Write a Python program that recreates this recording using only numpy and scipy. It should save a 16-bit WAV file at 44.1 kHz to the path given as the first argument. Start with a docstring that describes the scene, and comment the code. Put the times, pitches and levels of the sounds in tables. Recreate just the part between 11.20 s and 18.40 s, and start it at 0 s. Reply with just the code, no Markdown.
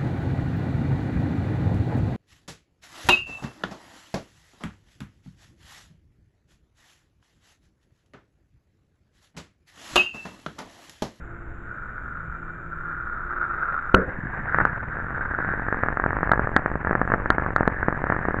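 """Fizzing beaker catches fire

A liquid fizzes ever harder in a glass beaker, ignites with a bang and burns with a fluttering roar.
Pockets of vapour pop in the flame. Bubbles and pops make the air in the beaker ring, at a higher
pitch once it is hot. A dull microphone close by overloads; something hums faintly in the room."""
import sys
import numpy as np
from scipy import signal
from scipy.fft import rfft, irfft
from scipy.io import wavfile

SR = 44100
rng = np.random.default_rng(int(sys.argv[2]) if len(sys.argv) > 2 else 0)


def wav_out(sig):
    """Save sig, one row per channel (or a flat mono array), as 16-bit PCM at SR to the path in sys.argv[1]."""
    wavfile.write(sys.argv[1], SR, np.round(np.clip(np.atleast_2d(sig).T, -1, 1) * 32767).astype(np.int16))


N = 317520
TIME = np.arange(N) / SR
SPUTTER_START_S = 3.75

# the note of the air in the beaker: t/s, f/Hz
AIR_NOTE = [(0, 1436), (2.7, 1373), (2.95, 1682), (3.3, 1550), (4.0, 1460), (4.6, 1640), (7.2, 1685)]
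# strength of the flame, which flares once, sinks and then grows: t/s, relative level/dB
FLAME_STRENGTH = [(3.05, -35.5), (3.37, -31.5), (3.7, -37), (4.55, -35), (5.0, -33.5), (7.2, -33)]
# the loudest vapour bursts: t/s, relative thump level/dB, relative ring level/dB
LOUD_POPS = [(3.345, -31, -2.5), (3.3858, -19, -1.5), (3.4018, -27, -4.5), (3.4114, -25.5, -5),
             (3.4517, -22, -1.5), (4.1875, -19, -11), (4.526, -13, -8.5), (4.6347, -13, -6.5),
             (4.6851, -21, -6), (4.7715, -22.5, -7), (4.7981, -18.5, -6), (4.839, -21, -5),
             (4.862, -8, -8.5), (4.9061, -21.5, -10), (4.9303, -17, -10.5), (4.9676, -16.5, -11),
             (5.0305, -12.5, -5.5), (5.116, -14, -2), (5.1174, -10, 1), (5.1345, -18.5, -3),
             (5.1942, -8.5, -8.5), (5.2723, -14, -11), (5.3639, -5, 5), (5.3676, -18, -4),
             (5.46, -10.5, -7), (5.5553, -11, -16.5), (5.671, -16, -8), (5.7102, -6.5, -14.5),
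             (5.7522, -11, -6), (5.815, -8, -6.5), (5.9189, -13.5, -4.5), (5.938, -8.5, -3),
             (5.9439, -15, -10.5), (6.1029, -7, 4.5), (6.1823, -10.5, -7), (6.362, -17.5, .5),
             (6.4081, -3.5, -10.5), (6.4768, -3.5, -8.5), (6.6836, -4.5, -10), (6.8402, -10.5, -13.5),
             (6.9004, -8.5, -9.5), (6.9224, -15, -4.5), (7.0852, -7, -21), (7.1434, -12, -12)]
# the two blasts of the bang: t/s, thump level/dB, ring level/dB, ring fade time/s
BLASTS = [(2.7428, 1, -31, 0.0045), (2.7452, 2, 7, 0.027)]
IGNITION_S = BLASTS[0][0]


def from_db(db):
    """Turns decibels into a factor to multiply a sound by."""
    return 10 ** (np.asarray(db) / 20)


def rms_one(x):
    """Scales a signal so that its average strength (rms) is 1."""
    return x / np.sqrt(np.mean(x ** 2) + 1e-20)


def in_time(rows):
    """Joins (time, value) rows by straight lines."""
    return np.interp(TIME, *np.transpose(rows))


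def fade(age, t60):
    """Starts at age zero and dies away by 60 dB in the fade time, t60 seconds."""
    return (age >= 0) * np.exp(-np.log(1000) * np.maximum(age, 0) / t60)


def drift(rate_hz):
    """A random wobble of typical size 1, mostly slower than rate_hz."""
    hz = np.fft.rfftfreq(N, 1 / SR)
    return rms_one(irfft(rfft(rng.standard_normal(N)) / (1 + (hz / rate_hz) ** 2), N))


def noise(spectrum):
    """Noise of strength 1, coloured by (frequency, level) rows."""
    hz, db = np.transpose(spectrum)
    bins = np.maximum(np.fft.rfftfreq(N, 1 / SR), 1)
    gain = from_db(np.interp(np.log(bins), np.log(hz), db)) * np.minimum(bins / hz[0], 1)
    return rms_one(irfft(rfft(rng.standard_normal(N)) * gain, N))


def lowpass(x, hz, order):
    """Dulls the sound above hz; a higher order cuts more steeply."""
    return signal.sosfilt(signal.butter(order, hz, fs=SR, output="sos"), x + 1e-18)


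def resonate(x, centre_hz, width_hz, block=256):
    """Lets a sound ring near one steady or moving pitch; a narrower width rings longer."""
    centre_hz = np.broadcast_to(centre_hz, N)
    decay = np.exp(-np.pi * width_hz / SR)
    out, state = np.zeros(N), np.zeros(2)
    for i in range(0, N, block):
        feedback = [1, -2 * decay * np.cos(2 * np.pi * centre_hz[i] / SR), decay ** 2]
        out[i:i + block], state = signal.lfilter([1, 0, -1], feedback, x[i:i + block] + 1e-18, zi=state)
    return out * (1 - decay ** 2) / 2


def room_noise():
    """The room's quiet, steady rumble."""
    # colour of the rumble: f/Hz, relative level/dB
    rumble_colour = [(15, 3), (40, -3.5), (60, -2), (85, -12.5), (130, -9.5), (220, -17.5), (400, -21.5),
                     (800, -27.5), (2000, -26.5)]
    return from_db(-35.5) * noise(rumble_colour)


def hums():
    """Faint low tones that come and go and waver slightly."""
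    # the humming tones: start/s, end/s, f/Hz, level/dB
    tones = [(0, 1.2, 110.9, -48.5), (.92, 1.81, 163, -46), (0, 0.602, 342, -52.5), (0, .48, 690, -61.5),
             (1.1, 2, 345, -53.5), (2, 2.488, 350, -48.5)]
    out = np.zeros(N)
    for start, end, centre_hz, db in tones:
        hz = centre_hz * (1 + .006 * drift(6.5))
        swell = np.clip(np.minimum(TIME - start, end - TIME) / 0.085, 0, 1)
        tone = np.sqrt(2) * np.sin(2 * np.pi * np.cumsum(hz) / SR)
        out += swell * from_db(db + 1.1 * drift(6.7)) * tone
    return out


def room(x):
    """Adds echoes from three near walls and a short wash of later ones."""
    # echoes off the walls: delay/s, level/dB
    wall_echoes = [(.0066, -31), (0.0173, -26), (0.0226, -26.5)]
    age = TIME[:SR // 2]
    tail = rng.standard_normal(len(age)) * fade(age - .003, t60=0.34)
    response = from_db(-16) * tail / np.linalg.norm(tail)
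    for delay, db in wall_echoes:
        response[int(delay * SR)] += from_db(db)
    return x + signal.fftconvolve(x, response)[:N]


def glass(x):
    """The beaker's wall sings faintly along on its own note."""
    return resonate(x, centre_hz=2357, width_hz=3.3)


def bubbles(per_s, spread_db):
    """Tiny bubbles burst in clumps: random clicks, many small and a few large."""
    bursting = rng.random(N) < per_s / SR
    sizes = from_db(spread_db * np.minimum(rng.exponential(1, N), 3))
    clicks = rms_one(bursting * sizes * rng.choice([-1, 1], N))
    return clicks * from_db(1.6 * drift(25))


def fizz():
    """Bursting bubbles ring the glass and two notes of the air in the beaker."""
    # strength of the fizz as the liquid heats up: t/s, relative level/dB
    heating = [(0, -44.5), (.38, -44.5), (.53, -39.5), (.9, -36), (1.25, -41), (1.55, -37.5), (1.7, -32.5),
               (2.4, -29), (2.7, -30)]
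    # strength of the fizz under the flame: t/s, relative level/dB
    burning = [(3.0, -38.5), (3.28, -29.5), (3.68, -33.5), (4.3, -28.5), (5.0, -39), (5.6, -40.5),
               (6.27, -45.5), (6.63, -34), (7.2, -36)]
    clicks = bubbles(per_s=2500, spread_db=6)
    level_db = in_time(list(heating) + list(burning)) + 0.9 + 0.96 * drift(7)   # the boil surges a little
    heat = np.clip((TIME - IGNITION_S) / 0.051, 0, 1)
    air_hz = in_time(AIR_NOTE)
    still_air = rms_one(resonate(resonate(clicks, air_hz, width_hz=182), air_hz, width_hz=810))
    # the flame blurs the air's note
    stirred_air = rms_one(resonate(resonate(clicks, air_hz, width_hz=300), air_hz, width_hz=760))
    upper_note = rms_one(resonate(clicks, 3720, width_hz=260))
    boil_db = in_time([(1.2, -29.5), (2.3, -8.5)])   # a harder boil makes larger, lower bubbles
    large_bubbles = from_db(boil_db) * rms_one(resonate(clicks, 780, width_hz=2300))
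    body = (1 - heat) * (still_air + large_bubbles) + heat * from_db(-0.5) * stirred_air
    sparkle = from_db(-6.5) * upper_note + from_db(-13.5) * clicks
    # the glass sings most in the gentle boil
    singing_db = in_time([(0, -81), (.55, -55.5), (1.5, -54.5), (2.7, -63)])
    singing = (1 - heat) * from_db(singing_db) * rms_one(glass(clicks))
    return from_db(level_db) * (body + sparkle) + singing


def roar():
    """From the ignition on, the flame makes a deep, fluttering noise."""
    # colour of the roar: f/Hz, relative level/dB
    roar_colour = [(20, -0.5), (55, -0.5), (130, 2), (250, -9.5), (500, -14), (900, -10), (1500, -8),
                   (3000, -16.5)]
    alight = np.clip((TIME - IGNITION_S) / 0.064, 0, 1)
    level_db = in_time(FLAME_STRENGTH) + 2.5 + 3.9 * drift(40)
    return alight * from_db(level_db) * noise(roar_colour)


def puffs(half_length_s=0.0011):
    """Pockets of vapour flare up softly with a dull push and pull of air."""
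    # flares of the young flame: t/s, relative level/dB
    flares = [(2.881, -23.5), (2.989, -18.5), (3.038, -20), (3.057, -18.5), (3.208, -23.5)]
    out = np.zeros(N)
    for at_s, db in flares:
        progress = (TIME - at_s) / half_length_s
        out -= from_db(db) * progress * np.exp(-progress ** 2 / 2)
    return out


def vapour_bursts(rows, ring_hz, detune, swell_s, relax_s, lag_s, suction, size=4096):
    """Pressure swells, snaps into a weaker suction and relaxes; two close notes of the hot air ring."""
    out = np.zeros(N)
    for (at_s, thump_db, ring_db, t60), chance in zip(rows, rng.standard_normal((len(rows), 3))):
        start = int(at_s * SR) - size // 4
        age = TIME[start:start + size] - at_s
        since_snap = age - lag_s * np.exp(0.26 * chance[2])   # each burst collapses at its own pace
        push = np.exp(-np.abs(since_snap) / swell_s)
        pull = -suction * np.exp(-np.abs(since_snap) / relax_s)
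        thump = np.where(since_snap < 0, push, pull)
        notes_hz = ring_hz * (1 + detune * (np.array([-1, 1]) + 0.5 * chance[:2]))
        ring = sum(np.sin(2 * np.pi * hz * age) for hz in notes_hz) / 2 * fade(age, t60)
        out[start:start + size] += from_db(thump_db) * thump + from_db(ring_db) * ring
    return out


def with_rebounds(rows, soonest_s=.0012, latest_s=.0063):
    """Each burst pocket bounces back once, more weakly, which gives it a hollow colour of its own."""
    first, chance = np.array(rows), rng.random((len(rows), 2))
    delay = soonest_s * (latest_s / soonest_s) ** chance[:, 0]
    loss_db = 13.5 + 4.5 * (2 * chance[:, 1] - 1)
    rebounds = first + np.column_stack([delay, -loss_db, -loss_db, np.zeros(len(rows))])
    return np.vstack([first, rebounds])


def sputter_times(jitter, gap_s=.021, lull_s=.016):
    """A nearly even beat; a loud pop takes the place of a small burst and starts the beat afresh."""
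    loud = np.array(LOUD_POPS)[:, 0]
    now, times = SPUTTER_START_S, []
    for gap in gap_s * np.exp(.17 * jitter):
        due = loud[(loud > now) & (loud < now + gap + lull_s)]
        now = due[-1] if len(due) else now + gap
        times.append(now)
    times = np.array(times)
    heard = ~np.isin(times, loud) & (times < TIME[-1])
    return times, heard


def sputter(count=200, grow_s=.8, t60=0.011):
    """Small bursts shake the flame some fifty times a second, more strongly as it grows."""
    chance = rng.standard_normal((count, 3))
    times, heard = sputter_times(chance[:, 0])
    young = np.clip(1 - (times - SPUTTER_START_S) / grow_s, 0, 1)
    flame_db = np.interp(times, TIME, in_time(FLAME_STRENGTH))
    strength_db = flame_db - 3.5 * young + 3.94 * np.minimum(chance[:, 1], 1)
    thump_db = strength_db + 11
    ring_db = strength_db + 15.5 + 6.5 * np.minimum(chance[:, 2], 1)
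    rows = np.column_stack([times, thump_db, ring_db, np.full(count, t60)])[heard]
    return vapour_bursts(with_rebounds(rows), ring_hz=1510, detune=0.11,
                         swell_s=0.0011, relax_s=0.0051, lag_s=0.00033, suction=.65)


def pops(t60=0.0097):
    """Large pockets of vapour burst; all ring the same hot air for the same time."""
    rows = [(*pop, t60) for pop in LOUD_POPS]
    return from_db(1.5) * vapour_bursts(with_rebounds(rows), ring_hz=1545, detune=0.1,
                                        swell_s=0.00056, relax_s=0.0018, lag_s=0.00018, suction=0.5)


def ignition():
    """The vapour in the beaker goes off at once: a bang, a rush of gas and a ringing bench."""
    # colour of the rushing gas: f/Hz, relative level/dB
    rush_colour = [(20, -2), (65, -3), (110, -8.5), (240, -2.5), (550, 2), (750, -18.5), (1500, -20.5)]
    # notes of the bench and room shaken by the bang: f/Hz, level/dB, fade time/s
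    bench_notes = [(68, -26.5, .45), (192, -16.5, 0.25), (262.5, -23, 0.3), (389, -22.5, 0.33),
                   (500, -33.5, 0.35), (520, -21.5, .33), (612, -29, 0.21)]
    age = TIME - BLASTS[-1][0]
    bang = vapour_bursts(BLASTS, ring_hz=1410, detune=0.043,
                         swell_s=0.00075, relax_s=0.0029, lag_s=0.000776, suction=0.53)
    rush = from_db(-19.5) * noise(rush_colour) * fade(age, t60=0.44)
    bench = sum(from_db(db) * np.sin(2 * np.pi * hz * age) * fade(age, t60) for hz, db, t60 in bench_notes)
    return bang + rush + bench


def scene():
    """Fizz throughout; from the ignition on, a roar and bursts that ring the beaker in a small room."""
    flame = roar()
    bursts = pops() + sputter() + puffs()
    # the air in the beaker rings on after every burst
    after_ring = from_db(-10.5) * resonate(bursts, in_time(AIR_NOTE), width_hz=160)
    blows = lowpass(bursts + after_ring + ignition(), hz=2760, order=3)   # gas has no hard edges
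    background = room_noise() + hums()
    return (background + room(blows + glass(blows)) + fizz() + flame)[None]


def record(dry):
    """A dull microphone clips loud peaks; the recorder softens them and adds a thin, flickering hiss."""
    # colour of the hiss: f/Hz, relative level/dB
    hiss_colour = [(2000, 4.5), (3100, 0), (3700, 1), (4600, -23), (5500, -23), (6400, -7.5), (7200, 1.5),
                   (8000, -9), (8900, -31.5), (16000, -28.5)]
    dull = lowpass(dry, hz=1936, order=6)
    clipped = np.clip(dull, -.71, .71)
    rounded = lowpass(clipped, hz=6400, order=3)
    notched = signal.lfilter(*signal.iirnotch(5400, 1.2, fs=SR), rounded)   # cuts a band near 5400 Hz
    softened = notched - from_db(-7) * resonate(notched[0], 3350, width_hz=800)   # a shallow treble dip
    hiss = from_db(-76 + 1.5 * drift(25)) * noise(hiss_colour)
    fade_out = np.clip((TIME[-1] - TIME) / .004, 0, 1)
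    return lowpass((softened + hiss) * fade_out, hz=16000, order=12)


dry = scene()
out = record(dry)
wav_out(out)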